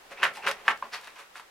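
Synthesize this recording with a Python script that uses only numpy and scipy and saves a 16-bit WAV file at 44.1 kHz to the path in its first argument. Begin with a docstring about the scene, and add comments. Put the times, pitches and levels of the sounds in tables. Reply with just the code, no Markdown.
"""Boards and dry debris are shifted close by in a low, dusty wooden space.
Over faint background noise, weight bumps on the boards, gritty scrapes begin, and wood rubs with a
thin rasp before it lands in a sharp knock. Crumbs snap among more scrapes and a lesser knock, then a
second sharp knock falls. A hollow thud follows, and light taps and scrapes close the scene.
Throughout, near walls throw everything back in a short, boxy tail."""
import sys
import numpy as np
from scipy import signal
from scipy.fft import rfft, irfft
from scipy.io import wavfile

SR = 44100
rng = np.random.default_rng(int(sys.argv[2]) if len(sys.argv) > 2 else 0)


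def transcribe(u):
    """Save the signal u as a 16-bit wav file named by the first command-line argument.

    u: samples, shape (n,) or (channels, n), limited to [-1, 1]; the rate is SR.
    q: integer samples, one column per channel.
    """
    v = np.clip(np.atleast_2d(u).T, -1, 1)
    q = np.round(v * 32767).astype(np.int16)
    wavfile.write(sys.argv[1], SR, q)


N = 66150


def amp(db):
    """The decibel scale: amplitude grows tenfold every 20 dB."""
    return 10 ** (np.asarray(db) / 20)


def unit_rms(x):
    """Normalisation to a root mean square of 1."""
    return x / np.sqrt(np.mean(x ** 2) + 1e-20)


def curve_at(points, hz):
    """Interpolation on a logarithmic frequency axis."""
    frequency, value = np.transpose(points)
    return np.interp(np.log(hz + 1), np.log(frequency + 1), value)


def add(mix, start_s, sound):
    """Superposition: a sound sums into the mix from its start time."""
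    part = mix[max(round(start_s * SR), 0):][:len(sound)]
    part += sound[:len(part)]


def convolve(x, response):
    """Convolution: each input sample launches a copy of the impulse response, channel by channel."""
    return signal.fftconvolve(np.atleast_2d(x), np.atleast_2d(response), axes=1)[:, :N]


def equalise(x, spectrum, share=1):
    """Zero-phase filtering by a spectrum whose decibels are scaled by share."""
    hz = np.fft.rfftfreq(x.shape[-1], 1 / SR)
    return irfft(rfft(x) * amp(share * curve_at(spectrum, hz)), x.shape[-1])


def click(spectrum, tilt_db_per_octave=0, size=2048):
    """Minimum phase: the most compact causal pulse with a given spectrum, at unit energy."""
    hz = abs(np.fft.fftfreq(size, 1 / SR))
    log_gain = np.log(amp(curve_at(spectrum, hz) + tilt_db_per_octave * np.log2(hz + 100)))
    pulse = np.fft.ifft(np.exp(np.conj(signal.hilbert(log_gain)))).real[:size // 2]
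    return pulse / np.linalg.norm(pulse)


def widen(mid, side, width):
    """Mid-side stereo: the filtered side signal adds on the left and subtracts on the right."""
    side = equalise(side, width)
    return np.array([mid + side, mid - side])


def stroke(peak_s, rise_s, fall_s):
    """Contact pressure: a Gaussian rise to the peak, then exponential decay."""
    t = np.arange(N) / SR - peak_s
    return np.exp(-(np.minimum(t, 0) / rise_s) ** 2 - 2 * np.maximum(t, 0) / fall_s)


def slips(rate_per_s=5500, spread_db=4):
    """Shot noise: a dense random train of tiny slips of uneven size."""
    size = amp(spread_db * np.minimum(rng.exponential(1, N), 3))
    return unit_rms(size * rng.choice([-1, 1], N) * (rng.random(N) < rate_per_s / SR))


# Spectrum of the airy noise: frequency_hz, level_db
AIR_SPECTRUM = [(20, -4.5), (45, -11), (90, -13), (200, -9.5), (500, -3.5), (1000, -2), (2200, -4.5),
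                (4000, -10.5), (8000, -16.5), (15500, -22.5)]
# Stereo width of the airy noise: frequency_hz, side_minus_mid_db
AIR_WIDTH = [(50, -11), (200, -4), (500, -1), (1000, 0), (16000, 0)]
# Envelopes of the airy noise, the low mids and the rumble: time_s, level_db
AIR_ENVELOPE = [(0, -54), (.75, -52.5), (1.25, -55), (1.5, -55.5)]
LOW_MID_ENVELOPE = [(0, -62), (.4, -61), (.8, -63), (1.1, -70.5), (1.5, -81)]
RUMBLE_ENVELOPE = [(0, -72), (.3, -90), (.52, -68), (.65, -79), (.8, -70), (1, -94), (1.5, -87)]
def background(rumble_hz=50):
    """Diffuse field: partly correlated noise in airy, dull and rumbling bands that drift in level."""
    t = np.arange(N) / SR
    air, low_mids, rumble = (widen(*rng.standard_normal((2, N)), width)
                             for width in (AIR_WIDTH, ROOM_WIDTH, ROOM_WIDTH))
    air = equalise(air, AIR_SPECTRUM)
    low_mids = equalise(low_mids, BUMP_SPECTRUM)
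    rumble = signal.sosfilt(signal.butter(2, rumble_hz, fs=SR, output="sos"), rumble)
    bands = [(air, AIR_ENVELOPE), (low_mids, LOW_MID_ENVELOPE), (rumble, RUMBLE_ENVELOPE)]
    return sum(unit_rms(band) * amp(np.interp(t, *np.transpose(envelope))) for band, envelope in bands)


# Weight bearing on the boards: peak_s, rise_s, fall_s, level_db
BUMP_STROKES = [(0.116, 0.0066, .04, -47.5), (0.244, 0.047, 0.11, -46.5), (.375, 0.014, 0.066, -55),
                (0.484, 0.036, 0.04, -39), (.62, .03, 0.047, -60), (.705, 0.039, 0.041, -42),
                (.840, 0.0082, 0.037, -47), (.955, 0.023, 0.05, -67)]
# Dull response of the boards: frequency_hz, level_db
BUMP_SPECTRUM = [(30, -43), (90, -22.5), (150, -11.5), (240, -7.5), (330, -9), (420, 3.5), (490, -1.5),
                 (565, 1.5), (640, -0.5), (800, 4.5), (1300, -27), (4000, -57), (16000, -73)]
def bumps():
    """Forced vibration: shifting weight drives the low resonances of the boards in soft thumps."""
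    force = sum(amp(db) * stroke(peak, rise, fall) for peak, rise, fall, db in BUMP_STROKES)
    return convolve(force * slips(), click(BUMP_SPECTRUM))[0]


# Scraping strokes: peak_s, rise_s, fall_s, board_level_db, grit_level_db
SCRAPE_STROKES = [(0.119, 0.014, 0.03, -48.5, -54.5), (0.131, 0.013, 0.016, -49, -62),
                  (.208, 0.033, 0.038, -43, -61), (0.228, 0.0091, 0.011, -33.5, -59),
                  (0.235, 0.0046, 0.041, -23, -34.5), (0.358, 0.016, 0.046, -51, -50.5),
                  (0.376, 0.015, 0.033, -45.5, -58.5), (0.454, 0.023, 0.016, -37, -59),
                  (0.468, 0.0042, 0.034, -25.5, -37.5), (0.49, .012, 0.019, -33.5, -39),
                  (.515, 0.0031, 0.0034, -28, -33.5), (.610, 0.061, 0.05, -52, -77),
                  (.674, 0.022, 0.017, -45, -55), (0.685, 0.0053, 0.03, -29.5, -40.5),
                  (0.712, 0.0063, 0.01, -30, -50), (0.836, 0.0086, 0.042, -46, -68),
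                  (0.947, 0.019, 0.05, -35.5, -45.5), (1.048, 0.026, 0.12, -51, -56.5),
                  (1.079, 0.0063, 0.026, -49.5, -67), (1.17, .012, 0.032, -49, -61),
                  (1.198, 0.011, 0.046, -46, -52.5), (1.37, 0.018, 0.044, -47.5, -49.5),
                  (1.402, 0.0065, 0.0095, -50.5, -60)]
# Response of the boards to one slip: frequency_hz, level_db
SCRAPE_SPECTRUM = [(40, -40), (140, -28), (280, -27), (420, -6), (650, -8.5), (1000, 1.5), (1500, -0.5),
                   (2500, -1.5), (3500, -12.5), (6000, -22), (16000, -68.5)]
def scrapes():
    """Stick-slip friction: the slips under each stroke shake the boards."""
    force = sum(amp(db) * stroke(peak, rise, fall) for peak, rise, fall, db, _ in SCRAPE_STROKES)
    return convolve(force * slips(), click(SCRAPE_SPECTRUM))[0]


# Spectrum of one crushed grain: frequency_hz, level_db
GRIT_SPECTRUM = [(300, -39), (1500, -6.5), (3500, 2.5), (5000, -2), (7500, -6), (11000, -8), (16000, -23)]
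def grit():
    """Granular crushing: dust crunches in tiny bright clicks under the scraping strokes."""
    force = sum(amp(db) * stroke(peak, rise, fall) for peak, rise, fall, _, db in SCRAPE_STROKES)
    return convolve(force * slips(), click(GRIT_SPECTRUM))[0]


# Wood sliding on wood: peak_s, rise_s, fall_s, level_db, pitch_hz, bandwidth_hz
RUB_STROKES = [(.176, 0.00097, 0.02, -42, 2500, 420), (.215, .02, 0.04, -44, 2560, 400),
               (0.357, 0.0037, 0.019, -46.5, 2700, 394), (.382, 0.016, 0.043, -47.5, 873, 202),
               (.424, .002, 0.029, -42, 2590, 300), (0.941, 0.015, 0.025, -41.5, 4400, 2630)]
def rubs():
    """Resonance driven by friction: in each rub, slips excite one damped mode into a rasp."""
    out, t = np.zeros(N), np.arange(SR // 40) / SR
    for peak, rise, fall, db, hz, bandwidth in RUB_STROKES:
        ring = t * np.exp(-np.pi * bandwidth * t) * np.sin(2 * np.pi * hz * t)
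        out += amp(db) * stroke(peak, rise, fall) * unit_rms(convolve(slips(), ring)[0])
    return out


# Wooden knocks and taps: start_s, level_db, tilt_db_per_octave, pitch_ratio
KNOCK_CONTACTS = [(.2313, 2.5, 3.3, 0.96), (0.2317, -3.5, -7.2, 0.81), (.2352, -2, -3.5, 1.1),
                  (.2369, 4, -3.5, 1.226), (.2522, -1, -2.5, 1.07), (0.4726, -0.5, -0.5, 0.85),
                  (.6805, 6, 0.1, 0.96), (0.6822, 0.5, 0.5, 0.85), (0.6855, 2.5, -2.5, 0.67),
                  (.6873, -2.5, -1.5, .95), (0.7076, -18, -10, 0.7), (.8250, -26.5, 0, 1.3),
                  (0.8553, -22, 0, 0.76), (1.0738, -26.5, 3, 0.88), (1.3561, -19.5, -4.5, 0.83),
                  (1.3972, -19.5, -3.5, .68)]
# Spectrum of the contact crack before tilt: frequency_hz, level_db
CRACK_SPECTRUM = [(40, -58.5), (150, -36.5), (400, -15.5), (800, -3.5), (1250, 3.5), (1800, 6), (2300, -4),
                  (3000, -5), (4200, -19), (7000, -27), (11000, -51), (16000, -56)]
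# Modes of the wood before each contact's pitch ratio and tilt: pitch_hz, level_db, t60_s
KNOCK_MODES = [(930, -28.5, 0.019), (1320, -20.5, 0.012), (1804, -16, 0.012), (2627, -20.5, 0.014),
               (3106, -23.5, 0.012)]
def knocks(crack_db=-2, swell_s=0.00041):
    """Impact excitation: a crack and heavily damped wooden modes, pitched by where the contact lands."""
    out, t = np.zeros(N), np.arange(1024) / SR
    pivot_hz = KNOCK_MODES[2][0]  # the tilt turns about the strongest mode
    for start, db, tilt, pitch_ratio in KNOCK_CONTACTS:
        ring = np.zeros(len(t))
        for k, (hz, mode_db, t60) in enumerate(KNOCK_MODES):
            decay = amp(mode_db + tilt * np.log2(hz / pivot_hz) - 60 * t / t60)
            ring += (-1) ** k * decay * np.sin(2 * np.pi * pitch_ratio * hz * t)
        crack = amp(crack_db) * click(CRACK_SPECTRUM, tilt)
        add(out, start, amp(db) * (crack + ring * np.minimum(t / swell_s, 1)))
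    return out


# Single crumbs breaking: start_s, level_db
CRUMB_SNAPS = [(0.338, -25), (.371, -20), (.559, -33), (0.775, -25.5), (1.013, -26.5), (1.045, -24.5),
               (1.073, -24), (1.104, -34), (1.158, -31.5), (1.205, -35.5)]
def crumbs(decay_s=0.0015):
    """Brittle fracture: each crushed crumb releases a brief burst of bright noise."""
    snaps, t = np.zeros(N), np.arange(512) / SR
    for start, db in CRUMB_SNAPS:
        burst = rng.standard_normal(len(t)) * np.exp(-t / decay_s)
        add(snaps, start, amp(db) * burst / np.linalg.norm(burst))
    return convolve(snaps, click(GRIT_SPECTRUM))[0]


# Modes of the hollow thud: pitch_hz, level_db, t60_s
HOLLOW_MODES = [(556, -42.5, 0.11), (780, -28, 0.018), (1062, 1.5, 0.0094), (1525, -24, 0.021),
                (2440, -23.5, 0.01)]
def thud(start_s=0.8238, swell_s=0.0042):
    """Damped free vibration: a soft contact swells into a few hollow modes that die away."""
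    out, t = np.zeros(N), np.arange(SR // 10) / SR
    ring = sum(amp(db - 60 * t / t60) * np.sin(2 * np.pi * hz * t) for hz, db, t60 in HOLLOW_MODES)
    add(out, start_s, ring * np.minimum(t / swell_s, 1) ** 2)
    return out


# Echoes from near surfaces: delay_s, gain_ratio
NEAR_ECHOES = [(.0011, 0.098), (.0056, 0.17), (0.0272, 0.11)]
def early_reflections(size=2048):
    """Specular reflection: weaker, delayed copies follow the direct sound."""
    taps = np.zeros(size)
    taps[0] = 1
    for delay, gain in NEAR_ECHOES:
        add(taps, delay, np.array([gain]))
    return taps


# Reverberation time: frequency_hz, t60_s
ROOM_DECAY = [(100, 0.44), (400, 0.28), (1000, 0.16), (2500, 0.19), (5000, 0.12), (14000, 0.11)]
# Starting spectrum of the tail: frequency_hz, level_db
ROOM_SPECTRUM = [(100, -1.5), (400, -1), (1000, 3), (2500, -2), (5000, 2), (14000, -2.5)]
# Stereo width of the room's sound: frequency_hz, side_minus_mid_db
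ROOM_WIDTH = [(100, -13), (450, -13), (1000, -8), (2000, -4), (4000, -2), (12000, -1)]
# Lingering room resonances: pitch_hz, level_db, t60_s
ROOM_RESONANCES = [(420.7, -47, 0.17), (560.3, -40, 0.17), (1094, -63.5, 0.19), (1334, -51, 0.3),
                   (1770, -62, 0.093)]
def room_tail(build_s=0.0099, size=22016):
    """Reverberation: dense reflections decay exponentially in each band, beside a few room modes."""
    band_hz, frame_s, bands = signal.stft(rng.standard_normal((2, size)), SR, nperseg=256)
    decay_db = 60 * frame_s / curve_at(ROOM_DECAY, band_hz)[:, None]
    bands = bands * amp(curve_at(ROOM_SPECTRUM, band_hz)[:, None] - decay_db)
    mid, side = signal.istft(bands, SR, nperseg=256)[1][:, :size]
    t = np.arange(size) / SR
    tail = widen(mid, side, ROOM_WIDTH) * np.minimum(t / build_s, 1)
    modes = sum(amp(db - 60 * t / t60) * np.sin(2 * np.pi * hz * t) for hz, db, t60 in ROOM_RESONANCES)
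    return tail / np.linalg.norm(tail[0]) + modes


def in_room(source, direct_db, room_db, crossfade_s=0.93):
    """Superposition: direct sound, near echoes and a tail slowly blending two random reverberations."""
    angle = np.pi * np.arange(N) / SR / crossfade_s
    direct = convolve(source, early_reflections())
    tail = convolve(source * np.cos(angle), room_tail()) + convolve(source * np.sin(angle), room_tail())
    return amp(direct_db) * direct + amp(room_db) * tail


# Stereo width of close handling: frequency_hz, side_minus_mid_db
CLOSE_WIDTH = [(100, -17), (500, -17), (1000, -16), (2000, -13), (4000, -6), (12000, -5)]
# Phase by which the right channel trails the left: frequency_hz, lag_rad
RIGHT_LAG = [(100, 0), (500, .07), (1000, .16), (2000, .3), (4000, .35), (8000, .25), (16000, .1)]
# Leftward bias, of which each channel takes a share: frequency_hz, level_db
LEFT_BIAS = [(100, .6), (500, .8), (1100, -.6), (2200, -1), (4500, 1.9), (9000, 2.8), (16000, 2.6)]
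def scene():
    """Phase and level cues: the contacts sum slightly left of centre, over the background."""
    left, right = (in_room(bumps(), direct_db=-0.5, room_db=-6.5)
                   + in_room(widen(scrapes(), scrapes(), CLOSE_WIDTH), direct_db=0.5, room_db=-8.5)
                   + in_room(widen(grit(), grit(), CLOSE_WIDTH), direct_db=-1.5, room_db=-8.5)
                   + in_room(rubs(), direct_db=-0.5, room_db=-2)
                   + in_room(knocks(), direct_db=-0.5, room_db=-7)
                   + in_room(crumbs(), direct_db=-3, room_db=-12)
                   + in_room(thud(), direct_db=1.5, room_db=-12))
    lag_rad = curve_at(RIGHT_LAG, np.fft.rfftfreq(N, 1 / SR))
    right = irfft(rfft(right) * np.exp(-1j * lag_rad), N)
    contacts = np.array([equalise(left, LEFT_BIAS, share=0.58), equalise(right, LEFT_BIAS, share=-0.46)])
    return contacts + background()


def record(dry):
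    """Band limiting: a steep linear-phase low-pass removes the highest treble."""
    cutoff_hz = 15950
    lowpass = signal.firwin(511, cutoff_hz, window=("kaiser", 9), fs=SR)
    return signal.oaconvolve(dry, lowpass[None], "same")


dry = scene()
out = record(dry)
transcribe(out)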